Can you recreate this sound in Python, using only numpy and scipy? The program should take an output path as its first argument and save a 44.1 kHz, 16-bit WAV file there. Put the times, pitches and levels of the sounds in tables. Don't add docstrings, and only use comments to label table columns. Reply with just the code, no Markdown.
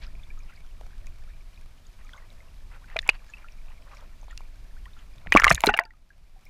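import sys
import numpy as np
from scipy import signal
from scipy.io import wavfile

SR = 44100
rng = np.random.default_rng(int(sys.argv[2]) if len(sys.argv) > 2 else 0)


def invert_db(level):
    return 10 ** (np.asarray(level, dtype=float) / 20)


def output_pcm(signal):
    pcm = np.clip(np.atleast_2d(signal).T, -1, 1) * 32767
    wavfile.write(sys.argv[1], SR, np.round(pcm).astype(np.int16))


N = 286209
PLUNGE_S, FLOODED_S = 5.2, 5.57


def evened(x):
    return x / np.sqrt(np.mean(x ** 2) + 1e-20)


def curve(rows):
    s, db = np.transpose(rows)
    return invert_db(np.interp(np.arange(N) / SR, s, db, left=-120, right=-120))


def coloured(x, points):
    f, db = np.transpose(points)
    hz = abs(np.fft.fftfreq(8192, 1 / SR))
    gain_db = np.interp(np.log(hz + 1), np.log(f + 1), db, right=-80)
    log_gain = np.log(invert_db(gain_db))
    phase = -signal.hilbert(log_gain).imag
    taps = np.fft.ifft(np.exp(log_gain + 1j * phase)).real[:4096]
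    return signal.oaconvolve(x, taps / np.linalg.norm(taps))[:len(x)]


def band(x, lo_hz, hi_hz):
    sos = signal.butter(2, [lo_hz, hi_hz], "band", fs=SR, output="sos")
    return signal.sosfilt(sos, x)


def lumps(hz, depth_db):
    slow = signal.sosfilt(signal.butter(2, hz, fs=SR, output="sos"), rng.standard_normal(N))
    return evened(invert_db(depth_db * evened(slow)))


def add(mix, s, sound):
    part = mix[round(s * SR):][:len(sound)]
    part += sound[:len(part)]


def shape(db, t60_ms, rise_ms):
    rise = rise_ms / 1000
    t = np.arange(0, (t60_ms + rise_ms) / 1000, 1 / SR)
    fall = invert_db(db - 60000 * np.maximum(t - rise, 0) / t60_ms)
    return t, fall * np.sin(np.pi / 2 * np.minimum(t / rise, 1)) ** 2


def bubble(t, hz, glide, t60_ms):
    pitch = hz * glide ** np.minimum(t * 5000 / t60_ms, 1.6)
    return np.sin(2 * np.pi * np.cumsum(pitch) / SR)


# time in seconds, level in dB.
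WIND_LEVEL = [(0, -33.5), (.7, -42), (1.2, -36.5), (1.45, -42), (2.3, -41.5), (3.05, -38.5), (3.4, -44.5),
              (4.1, -41), (5.15, -40), (5.3, -29.5), (5.45, -28), (5.6, -63), (5.7, -32.5), (5.8, -52),
              (6.49, -48.5)]
# frequency in Hz, strength in dB per Hz.
RUMBLE_TONE = [(8.8, -24), (15, 8.5), (35, -1), (70, -13.5), (119, -21), (313, -34), (378, -35.5),
               (500, -46), (650, -76.5), (1100, -120)]


def wind_rumble():
    pressure = evened(coloured(rng.standard_normal(N) * lumps(12, 1.2), RUMBLE_TONE))
    flutter = band(pressure, 60, 900)
    level = curve(WIND_LEVEL)
    return level * (pressure - flutter) + invert_db(-16) * level ** 0.644 * flutter


# time in seconds, level in dB.
HISS_LEVEL = [
    (0, -63.5),
    (5.2, -63.5),
    (5.8, -85),
    (5.9, -74),
    (6.49, -66),
]
# frequency in Hz, strength in dB per Hz.
HISS_TONE = [(200, -13), (600, 3), (2000, -1), (5000, -4.5), (8000, -10.5), (12000, -12.5), (15200, -17.5),
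             (15700, -51)]


def hiss():
    droplets = np.minimum(rng.exponential(1, N), 1.5) * (rng.random(N) < 12 / SR)
    ticks = signal.oaconvolve(droplets, shape(2, 10, 1)[1])[:N]
    noise = rng.standard_normal(N) * (lumps(30, 0.62) + ticks)
    return curve(HISS_LEVEL) * evened(coloured(noise, HISS_TONE))


def foam(count=30):
    size = invert_db(3.3 * np.minimum(rng.exponential(1, N), 5)) * (rng.random(N) < 1500 / SR)
    kind, swarm = rng.integers(0, count, N), np.zeros(N)
    for k, hz in enumerate(np.geomspace(450, 6500, count)):
        t60_ms = rng.uniform(13, 45) * (1000 / hz) ** .5
        t, envelope = shape(0, t60_ms, 0.27)
        ring = envelope * bubble(t, hz, 1.3, t60_ms) * np.sqrt(hz / t60_ms)
        swarm += signal.oaconvolve(size * (kind == k), ring)[:N]
    return invert_db(5.0) * evened(swarm) + rng.standard_normal(N)


# time in seconds, level in dB.
LAPPING_LEVEL = [(0, -64), (.7, -69), (1.3, -69), (1.85, -80), (2.1, -68.5), (2.6, -71), (3.2, -66),
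                 (4.15, -68), (5.0, -74), (5.3, -59), (5.5, -46), (5.7, -60), (5.85, -82), (6.49, -73)]
# frequency in Hz, strength in dB per Hz.
LAPPING_TONE = [(180, -38), (300, -12), (466, -5), (695, 3), (790, -5), (1780, -5.5), (9000, -30.5),
                (11700, -61), (19800, -120)]
# middle in seconds, peak in dB, length in seconds, centre pitch in Hz.
SLOSHES = [(.037, -55, 0.0423, 2000), (.038, -51, .035, 3400), (3.95, -62, .1, 4000),
           (2.12, -65, .08, 4000), (3.3, -65, .06, 4500), (0.487, -62.5, 0.073, 2130),
           (0.935, -75, 0.055, 1760), (2.005, -61.5, 0.0317, 1600), (2.183, -61, 0.1255, 1360),
           (2.452, -68, 0.104, 1420), (2.745, -54, 0.0566, 1555), (2.919, -54.5, 0.0648, 1820),
           (3.072, -46, 0.025, 1765), (3.146, -52, 0.0367, 1970), (3.399, -60, 0.093, 1614),
           (3.698, -63.5, 0.073, 1600), (3.876, -60, 0.0458, 1285), (3.929, -51, 0.0393, 1570),
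           (4.01, -57.5, 0.0663, 1464), (4.312, -55, 0.031, 2476), (5.002, -59.5, 0.057, 2130)]
# time in seconds, level in dB.
SPATTER_LEVEL = [
    (5.32, -50),
    (5.403, -60),
    (5.412, -82),
    (5.42, -60),
    (5.53, -53),
    (5.541, -76),
    (5.6, -66),
    (5.66, -46),
    (5.72, -75),
]


def lapping():
    water = foam()
    edges = np.geomspace(200, 12000, 7)
    patchy = sum(lumps(8, 2.2) * band(water, lo, hi) for lo, hi in zip(edges, edges[1:]))
    level = curve(LAPPING_LEVEL)
    out = level * evened(coloured(patchy, LAPPING_TONE))
    port_hz = 2280
    out += invert_db(-1.5) * level * lumps(25, 4) * evened(band(water, port_hz - 150, port_hz + 150))
    out += curve(SPATTER_LEVEL) * lumps(60, 2.5) * evened(band(water, 500, 1300))
    for s, db, length, hz in SLOSHES:
        swell = np.hanning(round(2 * length * SR))
        start = max(s - length, 0)
        part = water[round(start * SR):][:len(swell)]
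        part = part + 2 * rng.standard_normal(len(swell))
        lo, hi = hz / 3.1, hz * 1.6
        add(out, start, invert_db(db + 1.0) * swell * evened(band(band(part, lo, hi), lo, hi)))
    return out


# start in seconds, peak in dB, pitch in Hz, ring time in ms.
DRIPS = [(.066, -39, 4950, 9.3), (0.234, -45.5, 3450, 14.7), (0.3025, -43, 2325, 41),
         (.375, -49, 1248, 42.5), (0.4949, -47, 1373, 54.5), (2.0474, -51.5, 1252, 63),
         (2.069, -46, 2280, 16.2), (2.135, -43.5, 1470, 56), (2.177, -40.5, 2088, 35),
         (2.404, -49.5, 2084, 32), (2.842, -45, 1490, 27), (2.925, -43.5, 1797, 39), (.575, -50, 2190, 38),
         (.152, -48, 2330, 25), (.196, -50, 2450, 25), (.228, -52, 2150, 25), (.31, -51, 1700, 30),
         (.402, -51, 2350, 25), (.506, -48, 2300, 20), (.607, -51, 2200, 20), (1.575, -50, 2420, 30),
         (1.075, -51, 2450, 30), (1.335, -55, 2350, 80), (2.012, -52, 1850, 30), (2.222, -52, 1900, 40),
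         (3.1509, -49.5, 4454, 30), (3.2914, -48, 1683, 61), (3.3365, -31.5, 2550, 32.6),
         (3.3696, -47.5, 2710, 46), (3.382, -45.5, 2320, 35.5), (3.4437, -43.5, 1360, 69),
         (3.969, -43.5, 2300, 18.2), (4.3078, -42, 1822, 53), (4.3277, -47, 1362, 45.5),
         (4.376, -42.5, 2688, 30.6), (4.415, -45.5, 2315, 23), (4.856, -41.5, 1862, 24.8),
         (4.933, -50, 3616, 22.8), (4.966, -50, 1346, 68)]
# start in seconds, peak in dB, pitch in Hz, ring time in ms.
SUNKEN_DRIPS = [(5.836, -42, 2800, 12), (5.852, -53, 2750, 30), (5.854, -47, 1800, 40),
                (5.858, -50, 1400, 60), (5.875, -58, 1650, 40), (5.836, -35.5, 2367, 12),
                (5.835, -45.5, 899, 155), (5.936, -58, 1251, 62.4), (5.852, -39.5, 4763, 17.1),
                (5.904, -58, 1400, 30), (5.9065, -46.5, 1950, 35), (6.1038, -47, 1650, 38),
                (6.3601, -56, 767.4, 120)]
# start in seconds, peak in dB, pitch in Hz.
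PLOPS = [(3.521, -49, 5500), (3.95, -50, 5400), (3.97, -50, 5400), (4.213, -51, 6200), (4.31, -50, 7000),
         (3.3, -47, 6700), (.8115, -48, 1500), (.8335, -52, 1400), (.8655, -47, 1400), (1.07, -50, 1100),
         (1.412, -52, 5300), (1.867, -49, 4700), (1.867, -51, 6600), (2.047, -52, 6500), (2.17, -50, 6300),
         (1.99, -50, 1500), (.39, -50, 6400), (.433, -51, 5000), (.497, -48, 2600), (.562, -50, 4600),
         (3.014, -46, 5000), (3.0265, -40, 2500), (3.043, -43, 1800), (5.777, -35, 500), (5.853, -42, 420),
         (5.704, -36, 3800), (.811, -38.5, 710), (.833, -44, 600), (.865, -40.5, 697), (1.07, -43, 2256),
         (2.0922, -42, 1858), (2.1334, -40.5, 3300), (2.1627, -47, 3520), (2.3025, -46.5, 3720),
         (3.485, -42.5, 2500), (2.763, -45, 950), (2.9003, -41.5, 1850), (2.9443, -40, 845),
         (3.719, -47, 1840), (4.23, -42, 806), (4.282, -41.5, 860), (4.406, -37, 920), (4.855, -40.5, 3050),
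         (5.182, -42, 3580), (1.61, -50, 2280), (6.454, -52.5, 5337)]
# start in seconds, peak in dB, first pitch in Hz.
RISERS = [(.0668, -53, 1249), (.53, -54.5, 1420), (.93, -56.5, 1503), (1.275, -57, 1250), (1.3, -56, 1600),
          (.905, -56, 1450), (2.16, -52, 900), (2.144, -46.5, 952), (2.18, -54, 1052), (2.819, -53, 945.5),
          (3.028, -45, 1700), (.522, -56, 1900), (4.766, -53.5, 1405), (4.86, -47, 920)]
# frequency in Hz, strength in dB per Hz.
SPRAY_TONE = [(500, -15), (2000, 1.5), (4000, 0.5), (6000, -4), (9000, -10), (13000, -12), (16000, -27)]


def drips():
    tones, ticks = np.zeros((2, N))
    plop_ms, riser_ms, drip_glide = 6.67, 105, 1.02
    kinds = [(*row, drip_glide) for row in DRIPS]
    kinds += [(*row, 0.985) for row in SUNKEN_DRIPS]
    kinds += [(*row, plop_ms, drip_glide) for row in PLOPS]
    kinds += [(*row, riser_ms, 1.5) for row in RISERS]
    for s, db, hz, t60_ms, glide in kinds:
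        t, envelope = shape(db, max(t60_ms, 3), 1.27)
        beat = t * rng.uniform(250, 700) + rng.uniform(0, 2 * np.pi)
        flutter = 1 + .45 * np.sin(beat)
        add(tones, s, envelope * flutter * bubble(t, hz, glide, t60_ms))
        tick_drop_db = 17 if t60_ms == plop_ms else 21
        add(ticks, s, shape(db - tick_drop_db, 12, 1.0)[1])
    for share, size, place in rng.random((80, 3)):
        t, envelope = shape(-54.5 - 9 * size, 35 - 25 * share, 2.0)
        hz = 1300 * 5 ** share ** 1.5
        add(tones, place * FLOODED_S, envelope * bubble(t, hz, 1.1, 11))
    return tones + coloured(ticks * rng.standard_normal(N), SPRAY_TONE)


# start in seconds, peak in dB, pitch in Hz, ring time in ms, rise in ms.
THUDS = [
    (5.263, -40.5, 200, 58, 7.9),
    (5.348, -15, 178.1, 50, 2.47),
    (5.447, -23, 45.4, 150, 7.97),
    (5.505, -21.5, 133.3, 100, 7.2),
    (5.52, -25.5, 52.7, 200, 14),
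    (5.636, -31.5, 219, 50, 3.6),
    (5.668, -26, 202, 108, 6.47),
    (5.686, -35.5, 72, 109, 6.86),
]


def thuds():
    out = np.zeros(N)
    for s, db, hz, t60_ms, rise_ms in THUDS:
        envelope = shape(db, t60_ms, max(rise_ms, 1))[1]
        noise = band(rng.standard_normal(SR // 3), hz / 1.4, hz * 1.32)
        lump = envelope * noise[-len(envelope):]
        add(out, s, lump * np.linalg.norm(envelope) / np.linalg.norm(lump))
    return out


# start in seconds, peak in dB, ring pitch in Hz.
SLAP_CRACKS = [
    (1.0683, -42.5, 6550),
    (2.965, -33, 1404),
    (2.9658, -36.5, 3260),
    (2.9897, -28.5, 2480),
    (3.0196, -45.5, 6980),
    (3.077, -35, 7280),
    (3.0908, -27.5, 8824),
    (3.0955, -26, 6930),
    (4.3762, -30, 4792),
]
# start in seconds, peak in dB, ring pitch in Hz.
PLUNGE_CRACKS = [(5.3055, -54, 11500), (5.3405, -37, 7500), (5.3517, -38, 4500), (5.3725, -29, 7000),
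                 (5.408, -36, 7000), (5.418, -38, 7000), (5.4748, -38, 6000), (5.4795, -34, 7000),
                 (5.4925, -33, 7500), (5.511, -30, 6000), (5.516, -32, 6500), (5.533, -35, 5200),
                 (5.5235, -24, 6370), (5.5965, -50, 9000), (5.4055, -40, 12500), (5.559, -42, 12000),
                 (5.6445, -35, 12000), (5.652, -36, 9000), (5.6605, -27, 12500), (5.668, -28, 12000),
                 (5.606, -30, 11000), (5.69, -36, 10000), (5.796, -32, 11000), (5.769, -40, 11000),
                 (5.3233, -17.5, 4800), (5.3345, -32.5, 10000), (5.3671, -22.5, 5800), (5.364, -30, 5500),
                 (5.3993, -20.5, 5600), (5.4378, -30, 6600), (5.4435, -8.5, 5700), (5.45, -20.5, 7200),
                 (5.4673, -33, 5700), (5.4972, -16, 5400), (5.5032, -10.5, 5700), (5.5201, -27, 6200),
                 (5.5238, -26.5, 13330), (5.5284, -25.5, 6600), (5.5474, -15.5, 6700), (5.5535, -27, 6300),
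                 (5.5634, -39, 6960), (5.606, -24, 7000), (5.618, -37, 11000), (5.6434, -31, 6400),
                 (5.6605, -19.5, 8700), (5.6676, -19, 6300), (5.6799, -27, 4800), (5.696, -34, 6300),
                 (5.7026, -38.5, 5900), (5.7325, -46.5, 4800), (5.7683, -38.5, 5600),
                 (5.7741, -29.5, 10000), (5.796, -27, 4800), (6.453, -52, 13500)]


def cracks():
    tones, bursts = np.zeros((2, N))
    for s, db, hz in SLAP_CRACKS + PLUNGE_CRACKS:
        t, envelope = shape(db, 7.5, .6)
        start = s - .0004
        add(tones, start, invert_db(-3.5) * envelope * np.sin(2 * np.pi * hz * t))
        puff = evened(band(rng.standard_normal(2000), hz / 1.725, min(hz * 1.5, 16000)))
        add(tones, start, invert_db(-6) * envelope * puff[-len(t):])
        add(bursts, start, invert_db(-10.5) * envelope)
    droplets = invert_db(2.6 * rng.exponential(1, N)) * (rng.random(N) < 250 / SR)
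    crackle = signal.oaconvolve(droplets, shape(0, 3.3, 1.0)[1])[:N]
    bursts += curve(SPATTER_LEVEL) * evened(crackle)
    return tones + coloured(bursts * rng.standard_normal(N), SPRAY_TONE)


# start in seconds, peak in dB, pitch in Hz, ring time in ms.
SLAP_GULPS = [(2.9596, -24, 652.4, 55), (2.9657, -15, 2344, 10.9), (2.9892, -21, 1900, 8.5),
              (3.082, -42, 800, 40), (3.0905, -27, 520, 16), (3.096, -28, 900, 16), (3.0908, -21, 1000, 11),
              (2.9685, -24, 2100, 10), (2.99, -26, 2700, 9), (3.0906, -1, 2560, 17), (3.1, -35, 2820, 70),
              (3.098, -23, 4500, 6.9)]
# start in seconds, peak in dB, pitch in Hz, ring time in ms.
PLUNGE_GULPS = [(5.262, -36, 688, 16), (5.271, -26, 1800, 6), (5.3224, 0, 1900, 10), (5.3262, -8, 2400, 16),
                (5.3845, -15, 1900, 14), (5.399, -15, 1380, 25), (5.351, -1, 600, 8),
                (5.3506, -12.5, 294, 25), (5.3601, -1, 1151, 36), (5.3713, 1, 2348, 16.55),
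                (5.3805, -10, 1767, 10.1), (5.3921, -15, 2060, 13), (5.397, -9.5, 1800, 16.8),
                (5.418, -22, 2913, 11.8), (5.422, -15, 1313, 10), (5.4353, -11.5, 1278, 22.5),
                (5.4431, 3.5, 2141, 8.9), (5.458, -18, 1172, 28), (5.4665, -3.5, 1171, 25),
                (5.4785, -10, 2085, 30), (5.4784, -11.5, 2854, 20), (5.4913, -21, 2080, 27),
                (5.5055, -5, 1215, 18), (5.5111, -6, 1791, 19), (5.5108, -12.5, 667, 31),
                (5.5135, -10, 2350, 12), (5.527, -24, 2300, 20), (5.5228, -22.5, 4325, 16),
                (5.5543, -21, 3746, 9)]
# start in seconds, peak in dB, pitch in Hz, ring time in ms.
FLOODED_GULPS = [(5.5785, -20, 1740, 10.5), (5.6056, -26, 2890, 7.9), (5.637, -13, 2215, 9.9),
                 (5.6376, -6, 916, 14.6), (5.6373, -18, 3590, 7), (5.6405, -12, 750, 22),
                 (5.6673, -18.5, 2302, 12), (5.6689, -9.5, 4153, 14.5), (5.6739, -21.5, 2804, 17.4),
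                 (5.673, -13, 410, 61.5), (5.6878, -10, 1464, 34), (5.692, -20.5, 2744, 16),
                 (5.6935, -11.5, 752.6, 17.5), (5.7376, -24, 1548, 25), (5.739, -14, 2741, 22.8),
                 (5.764, -28.5, 1620, 26), (5.7742, -20, 2290, 16), (5.791, -16.5, 1087, 14.2),
                 (5.7894, -3, 1959, 11.13), (5.7645, -34.5, 2270, 40), (5.6053, -32.5, 2160, 15.3),
                 (5.654, -26, 1450, 20), (5.743, -22, 1720, 20), (5.739, -26, 1250, 25)]
# start in seconds, peak in dB, first pitch in Hz,
# ring time in ms, pitch ratio per fifth of the ring time.
SHIFTING_GULPS = [(2.9892, -16, 3950, 15, .92), (3.065, -42, 2400, 60, .85), (5.3404, -15, 2400, 12, 1.15),
                  (5.4195, -17, 2500, 20, .75), (5.448, -4, 1500, 14, 1.2), (5.64, -22, 720, 70, .9),
                  (5.697, -27, 2000, 120, .92), (5.695, -23, 830, 110, 1.02), (5.7, -36, 2750, 90, .98),
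                  (5.737, -27, 620, 110, 1.25), (5.797, -27, 660, 100, 1.05), (5.798, -32, 1950, 70, .88),
                  (5.806, -38, 1550, 90, .97), (5.806, -44, 2700, 60, 1.01), (5.812, -42, 1050, 90, .95)]
# frequency in Hz, strength in dB per Hz.
FROTH_TONE = [(100, -22), (400, -4), (1200, 3), (2400, 1), (3200, -11), (5000, -33), (15000, -54)]
# pitch in Hz, level in dB, ring time in seconds.
HOUSING = [
    (880, -22.5, .15),
    (1900, -25, .1),
    (2800, -29, .07),
]


def gulps():
    tones, froth, bursts = np.zeros((3, N))
    steady = [(*row, 1) for row in SLAP_GULPS + PLUNGE_GULPS + FLOODED_GULPS]
    longest_froth_ms = 45
    for s, db, hz, t60_ms, glide in steady + SHIFTING_GULPS:
        ring_ms = max(t60_ms, 2)
        rise_ms = max(min(.072 * t60_ms, 2.7), .1)
        t, envelope = shape(db, ring_ms, rise_ms)
        wobble = 1 + .035 * np.sin(t * rng.uniform(400, 900) + rng.uniform(0, 2 * np.pi))
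        add(tones, s, envelope * bubble(t, hz * wobble, glide, t60_ms))
        puff = shape(db - 15, min(1.3 * ring_ms, longest_froth_ms), rise_ms)[1]
        noise = evened(band(rng.standard_normal(len(puff) + 600), hz / 1.35, hz * 1.35))
        add(froth, s, puff * noise[-len(puff):])
        add(bursts, s, shape(db - 15, min(0.97 * ring_ms, longest_froth_ms), 0.4)[1])
    froth += coloured(bursts * rng.standard_normal(N), FROTH_TONE)

    t = np.arange(SR // 4) / SR
    flooded = froth * (np.arange(N) > FLOODED_S * SR)
    housing = np.zeros(N)
    for hz, db, t60 in HOUSING:
        ring = invert_db(db - 60 * t / t60) * np.sin(2 * np.pi * hz * t)
        housing += lumps(54, 4.9) * signal.oaconvolve(flooded, ring)[:N]

    scatter = shape(0, 62, 5.4)[1]
    scatter = scatter * rng.standard_normal(len(scatter)) / np.linalg.norm(scatter)
    middle = band(band(tones + froth, 250, 2600), 250, 2600)
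    tail = invert_db(-19.5) * lumps(70, 5.2) * signal.oaconvolve(middle, scatter)[:N]
    tail *= np.where(np.arange(N) < PLUNGE_S * SR, invert_db(-8), 1)
    return tones + froth + tail + invert_db(-27) * housing


def scene():
    background = wind_rumble() + hiss() + lapping() + drips()
    return (background + thuds() + cracks() + gulps())[None]


def roll_off(x):
    return signal.sosfilt(signal.butter(12, 16660, fs=SR, output="sos"), x)


def record(dry):
    edge = signal.firwin(255, 16300, window=("kaiser", 10), fs=SR)
    limited = signal.oaconvolve(np.clip(dry, -.93, .93), edge[None], "same")
    return roll_off(limited)


dry = scene()
out = record(dry)
output_pcm(out)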